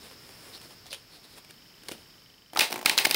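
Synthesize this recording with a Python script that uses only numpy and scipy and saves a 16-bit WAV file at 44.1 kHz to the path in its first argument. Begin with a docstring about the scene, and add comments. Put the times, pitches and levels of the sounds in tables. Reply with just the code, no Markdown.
"""A quiet carpeted room: a deck of playing cards is squared and cut, then riffled close to the microphone.
Cards rub over each other and packets knock in the hands. In the riffle, bent cards snap off the thumbs
with a crack and a short ring, then pat down on the pile, and the small room answers briefly.
Underneath lie the room's hush and the hiss and faint ticking of a camera's lens motor.
In the first 0.75 s a faint breath-like rush blends with the hush and the rubbing."""
import sys
import numpy as np
from scipy import signal
from scipy.fft import rfft, irfft, next_fast_len
from scipy.io import wavfile

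SR = 44100
rng = np.random.default_rng(int(sys.argv[2]) if len(sys.argv) > 2 else 0)


def wav_record(signal):
    """Record a signal, one row per channel, as 16-bit PCM in the file named by sys.argv[1]."""
    frames = np.transpose(np.atleast_2d(signal))
    bounded = np.clip(frames, -1, 1)
    # unit amplitude maps onto the largest positive 16-bit level
    quanta = np.round(bounded * 32767).astype(np.int16)
    wavfile.write(sys.argv[1], SR, quanta)


N = 138915
TIME = np.arange(N) / SR
AGE = TIME[:2048]  # seconds since a blow began

# The soft thud of a card's face. Each row: frequency in Hz, relative level in dB.
THUD_SPECTRUM = [(30, -45), (70, -25.5), (130, -14), (210, -12), (320, -2), (520, -7.5), (900, -2.5),
                 (1250, -14.5), (2100, -12.5), (4000, -21), (12000, -25.5)]


def from_db(db):
    return 10 ** (np.asarray(db) / 20)


def unit(x):
    """Scale to energy 1."""
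    return x / np.sqrt(np.sum(x ** 2) + 1e-20)


def colour(x, spectrum):
    """Minimum-phase filter that follows rows of frequency in Hz and gain in dB."""
    size = 2 * next_fast_len(len(x))
    hz, db = np.transpose(spectrum)
    bin_hz = np.fft.rfftfreq(size, 1 / SR)
    gain = from_db(np.interp(np.log(bin_hz + 1), np.log(hz), db))
    cepstrum = irfft(np.log(gain))
    cepstrum[1:size // 2] *= 2
    cepstrum[size // 2 + 1:] = 0
    return irfft(rfft(x, size) * np.exp(rfft(cepstrum)))[:len(x)]


def steady(noise, spectrum):
    """Colour a scene-long noise and bring it to rms 1."""
    return unit(colour(noise, spectrum)) * np.sqrt(N)


def burst(envelope, spectrum):
    """A dying run of tiny contacts, coloured by the card."""
    return colour(rng.choice([-1, 1], len(AGE)) * envelope, spectrum)


def add_blow(out, start, db, blow):
    """Mix in one blow; its level is that of its energy spread over 4 ms."""
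    i = int(np.clip(start * SR, 0, N - 1))
    out[i:i + len(blow)] += (from_db(db) * np.sqrt(.004 * SR) * unit(blow))[:N - i]


def hush_and_motor_hiss():
    """Room hush, lifted at first by a faint breath-like rush; the lens motor's hiss follows its level."""
    # Spectra of the hush and the motor. Each row: frequency in Hz, relative level in dB.
    hush_spectrum = [(20, -2), (32, 7), (45, -3), (130, 2), (300, -2), (700, -9.5), (1500, -8.5),
                     (3500, -9.5), (7000, -16), (10000, -20.5), (15500, -16)]
    motor_spectrum = [(1000, -20), (3500, -49.5), (4400, 3), (4800, 7.5), (5300, 11.5), (5550, 7.5),
                      (5950, -20), (8500, -26), (9900, -37), (11000, -35), (15000, -57)]
    # The hush, with the breath-like rush up to 0.7 s. Each row: time in seconds, level in dB.
    hush_and_rush_levels = [(0, -52.5), (.7, -53), (1.05, -56.5), (1.8, -56), (2.1, -55.5), (2.45, -60),
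                            (3.15, -55)]
    level = from_db(np.interp(TIME, *np.transpose(hush_and_rush_levels)))
    hush = steady(rng.standard_normal(N), hush_spectrum)
    hiss = steady(rng.standard_normal(N), motor_spectrum)
    return level * (hush + from_db(-4) * hiss)


def lens_ticks():
    """The lens motor ticks faintly and regularly for about a second."""
    # The resonances of a tick. Each row: pitch in Hz, mean level in dB, decay in seconds.
    modes = [(3060, -56, 0.0036), (3740, -68, 0.00093)]
    ticks_per_s = 25
    out = np.zeros(N)
    for start in np.arange(1.541, 2.52, 1 / ticks_per_s):
        for hz, db, decay in modes:
            ring = np.exp(-AGE / decay) * np.sin(2 * np.pi * hz * AGE)
            add_blow(out, start, db + rng.standard_normal(), ring)
    return out


def room_tail(x):
    """A small room's diffuse tail; the bass lasts a little longer."""
    bass_t60_s, treble_t60_s, delay_s, build_s = .27, .22, .0063, .0095
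    age = np.maximum(TIME[:SR // 2] - delay_s, 0)
    noise = rng.standard_normal(len(age))
    bass = signal.sosfilt(signal.butter(1, 500, fs=SR, output="sos"), noise)
    tail = bass * 1000. ** (-age / bass_t60_s) + (noise - bass) * 1000. ** (-age / treble_t60_s)
    build_up = 1 - np.exp(-age / build_s)
    return signal.fftconvolve(x, unit(tail * build_up))[:N]


def rubbing_and_rush():
    """Soft card rubbing, grainy and swishing, blended with a faint breath-like rush in the first 0.75 s."""
    # Swells of rubbing; the long ones at 0.308 and 0.476 s carry the rush. Each row: middle in seconds,
    # half length in seconds, broad noise level in dB, swish level in dB, swish pitch in Hz.
    swells = [(0.052, 0.031, -50.5, -57, 3840), (0.124, 0.015, -55, -61, 3500),
              (0.308, 0.081, -55.5, -82, 4000), (0.476, 0.049, -51, -79, 4000),
              (.553, 0.014, -52, -45, 4160), (.64, 0.025, -52.5, -57, 4330), (0.715, 0.024, -55, -73, 3300),
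              (0.876, 0.012, -53.5, -55, 3800), (0.914, 0.0079, -62, -45, 4670),
              (0.941, 0.015, -51.5, -43.5, 3150), (1.149, 0.032, -56, -55.5, 4130),
              (1.249, 0.012, -57, -55, 3950), (1.335, 0.045, -57.5, -58, 4260),
              (1.381, 0.011, -51.5, -62, 3850), (1.503, 0.0077, -54, -57, 2590),
              (1.878, 0.025, -55.5, -66, 3540), (1.922, .012, -46, -55, 2900),
              (1.987, .04, -58.5, -66, 2930)]
    # The broad noise of rubbing and rush. Each row: frequency in Hz, relative level in dB.
    broad_spectrum = [(100, -5), (400, 3.5), (1200, -4.5), (2500, -4.5), (4200, -8.5), (6000, -14),
                      (7500, -9.5), (10000, -6), (11200, -13), (15000, -13)]
    grains_per_s = 1600
    band_edge = np.sqrt(1.34)  # a swish spans a pitch ratio of 1.34
    grains = (rng.random(N) < grains_per_s / SR) * rng.standard_normal(N)
    grainy_noise = unit(rng.standard_normal(N)) + .45 * unit(grains)
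    broad = steady(grainy_noise, broad_spectrum)
    out = np.zeros(N)
    for middle, half_length, broad_db, swish_db, hz in swells:
        band = signal.butter(2, [hz / band_edge, hz * band_edge], "band", fs=SR, output="sos")
        swish = unit(signal.sosfilt(band, rng.standard_normal(N))) * np.sqrt(N)
        swell = np.exp(-((TIME - middle) / half_length) ** 2 / 2)
        out += (from_db(broad_db) * broad + from_db(swish_db) * swish) * swell
    return out


def deck_knocks():
    """A knocked packet of cards answers with a thud, a short damped ring and a tick of its edges."""
    # Knocks in the hands. Each row: start in seconds, body level in dB, body pitch in Hz,
    # body decay in seconds, edge tick level in dB.
    knocks = [(.112, -48.5, 523, .005, -53), (.291, -51, 604, .003, -49.5), (.576, -64, 600, .003, -47),
              (.615, -67, 605, .003, -47), (.707, -55, 820, .004, -51), (.858, -51.5, 750, .003, -51),
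              (0.866, -57, 710, .004, -46), (0.908, -56, 600, 0.0027, -46), (.918, -51, 600, .003, -43.5),
              (.929, -44, 550, 0.0054, -31.5), (0.936, -50, 610, 0.0027, -38), (.945, -61, 530, .004, -39),
              (1.382, -52, 975, .006, -49), (1.447, -62, 600, .003, -49.5),
              (1.508, -60, 350, 0.0044, -44.5), (1.835, -52, 300, .004, -50), (1.885, -47, 320, .004, -32),
              (1.891, -37, 457, 0.0015, -42), (1.9141, -36.5, 295, 0.0028, -39),
              (1.919, -44, 600, 0.0037, -36.5), (1.936, -57, 250, .004, -50),
              (1.950, -47, 230, 0.0031, -59), (2.562, -25, 1260, .004, -59), (2.573, -23, 843, 0.0027, -33)]
    # The tick of a packet's edges. Each row: frequency in Hz, relative level in dB.
    tick_spectrum = [(200, -20), (1200, -9), (2100, -3), (3200, 0), (5000, -3), (7200, -11), (9900, -6),
                     (11000, -14), (15000, -15)]
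    out = np.zeros(N)
    for start, body_db, hz, decay, tick_db in knocks:
        fade = np.exp(-AGE / decay)
        body_spectrum = [(hz / 6, -30), (hz / 2, -9), (hz, 0),
                         (hz * 2, -6), (hz * 6, -24), (hz * 12, -38)]
        thud = burst(fade, body_spectrum)
        ring = fade * (1 - np.exp(-AGE * hz)) * np.sin(2 * np.pi * hz * AGE)
        add_blow(out, start, body_db, unit(thud) + unit(ring))
        add_blow(out, start, tick_db, burst(np.exp(-AGE / .003), tick_spectrum))
    return out


def card_pats():
    """Single cards land on the pile: a soft thud of the face with a tick of the edge."""
    # The landings. Each row: start in seconds, thud level in dB, tick level in dB.
    landings = [(2.5331, -37, -45), (2.549, -45, -40), (2.5591, -32, -49), (2.583, -30.5, -37),
                (2.6184, -30, -21.5), (2.636, -36.5, -41), (2.7014, -37.5, -40), (2.7082, -33.5, -31.5),
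                (2.7198, -31.5, -32), (2.7406, -30.5, -39), (2.7587, -28.5, -54), (2.778, -34.5, -56),
                (2.7909, -34, -59), (2.813, -36, -43), (2.8278, -35, -48), (2.8491, -34, -50),
                (2.8555, -33, -30), (2.8743, -35, -33), (2.879, -37, -34), (2.914, -31.5, -31),
                (2.932, -35, -44), (2.949, -38, -42), (2.9723, -35, -30), (2.996, -34, -24),
                (3.042, -38, -38), (3.047, -31.5, -24), (3.0675, -25.5, -31), (3.071, -33, -26),
                (3.0946, -41, -27), (3.1014, -31.5, -27), (3.104, -34.5, -39), (3.1244, -35, -31),
                (3.141, -35, -37)]
    # The tick of one card's edge. Each row: frequency in Hz, relative level in dB.
    tick_spectrum = [(200, -20.5), (1200, -20), (2200, 4), (3300, -7.5), (5000, 3), (7200, -19.5),
                     (9900, 0), (11000, -14.5), (15000, 2)]
    out = np.zeros(N)
    for start, thud_db, tick_db in landings:
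        add_blow(out, start, thud_db, burst(np.exp(-AGE / .005), THUD_SPECTRUM))
        add_blow(out, start, tick_db, burst(np.exp(-AGE / .003), tick_spectrum))
    return out


def card_flex(hz):
    """A freed card rings for a few cycles; fast bending waves come first, so the pitch drops."""
    rise_s, decay_s, glide_s = .0029, .002, .000948
    falling_hz = hz * (1 + 1.257 * np.exp(-AGE / glide_s))
    phase = 2 * np.pi * np.cumsum(falling_hz) / SR
    envelope = (1 - np.exp(-AGE / rise_s)) ** 2 * np.exp(-AGE / decay_s)
    rattle = burst(envelope, [(hz / 4, -20), (hz / 1.46, -5), (hz, 0), (hz * 1.33, -5), (hz * 3, -24)])
    return unit(envelope * np.sin(phase)) + .91 * unit(rattle)


def riffle_snaps():
    """Bent cards snap off the thumbs at close range: edge crack, flex ring, slap and the room's answer."""
    # The snaps. Each row: start in seconds, crack level in dB, ring level in dB, ring pitch in Hz,
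    # slap level in dB, room level in dB.
    snaps = [(2.573, -23, -31, 3820, -47, -44), (2.5916, -18, -42, 2700, -37, -22),
             (2.5949, -15.5, -24, 2100, -28.5, -20.5), (2.6076, -17.5, -17, 2390, -31, -18),
             (2.6118, -24, -22, 2556, -30.5, -29), (2.7268, -26.5, -38, 2830, -30.5, -35),
             (2.8593, -11, -14, 2133, -24.5, -18.5), (2.8959, -16, -18.5, 2240, -30.5, -22),
             (2.978, -15, -16.5, 3800, -34.5, -19.5), (2.9857, -18, -17, 2640, -40, -22),
             (3.0510, -17.5, -15, 2143, -25, -28.5), (3.0554, -18.5, -27, 2320, -34, -29),
             (3.1107, -16, -24, 2360, -30.5, -23), (3.1451, -16.5, -22, 2500, -28, -35)]
    # Spectra of the crack and its tail in the room. Each row: frequency in Hz, relative level in dB.
    crack_spectrum = [(200, -17), (1200, -3.5), (2500, 3), (4000, 8), (5500, 6), (7200, -2), (9800, 3),
                      (10900, -5), (12500, -5.5), (15500, 0.5)]
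    room_spectrum = [(50, -40), (150, -5), (210, -12.5), (350, -4.5), (600, -3.5), (900, 2.5), (1250, -3.5),
                     (1900, 0.5), (2400, 4.5), (3400, 2.5), (4100, 3.5), (5200, -2), (7000, -9.5),
                     (10000, -5), (10900, -20), (12500, -9), (15500, -13)]
    crack_s, chatter_s, slap_s = .0008, .004, .0035  # decay times
    impulse = signal.unit_impulse(len(AGE))
    click = unit(colour(impulse, crack_spectrum))
    edge_fade = np.exp(-AGE / crack_s) + from_db(-12) * np.exp(-AGE / chatter_s)
    direct, to_room = np.zeros((2, N))
    for start, crack_db, ring_db, hz, slap_db, room_db in snaps:
        chatter = unit(burst(edge_fade, crack_spectrum))
        add_blow(direct, start, crack_db, .45 * click + chatter)
        add_blow(direct, start, ring_db, card_flex(hz))
        add_blow(direct, start, slap_db, burst(np.exp(-AGE / slap_s), THUD_SPECTRUM))
        add_blow(to_room, start, room_db, impulse)
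    tail = unit(colour(room_tail(to_room), room_spectrum))
    return direct + tail * np.sqrt(np.sum(to_room ** 2))  # the tail carries the energy sent to the room


def scene():
    """The cards up close over the quiet room, all heard in the centre."""
    snaps = riffle_snaps()
    taps = card_pats() + deck_knocks()
    foreground = snaps + taps + from_db(-11.5) * room_tail(taps) + rubbing_and_rush()
    mono = foreground + hush_and_motor_hiss() + lens_ticks()
    return np.array([mono, mono])


def record(dry):
    """The loudest peaks are rounded; the deep bass and the top are cut."""
    ceiling, low_cut_hz, high_cut_hz = .8, 42, 15650
    rounded = ceiling * np.tanh(dry / ceiling)
    lean = signal.sosfilt(signal.butter(2, low_cut_hz, "high", fs=SR, output="sos"), rounded)
    return signal.sosfilt(signal.ellip(10, .1, 80, high_cut_hz, fs=SR, output="sos"), lean)


dry = scene()
out = record(dry)
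wav_record(out)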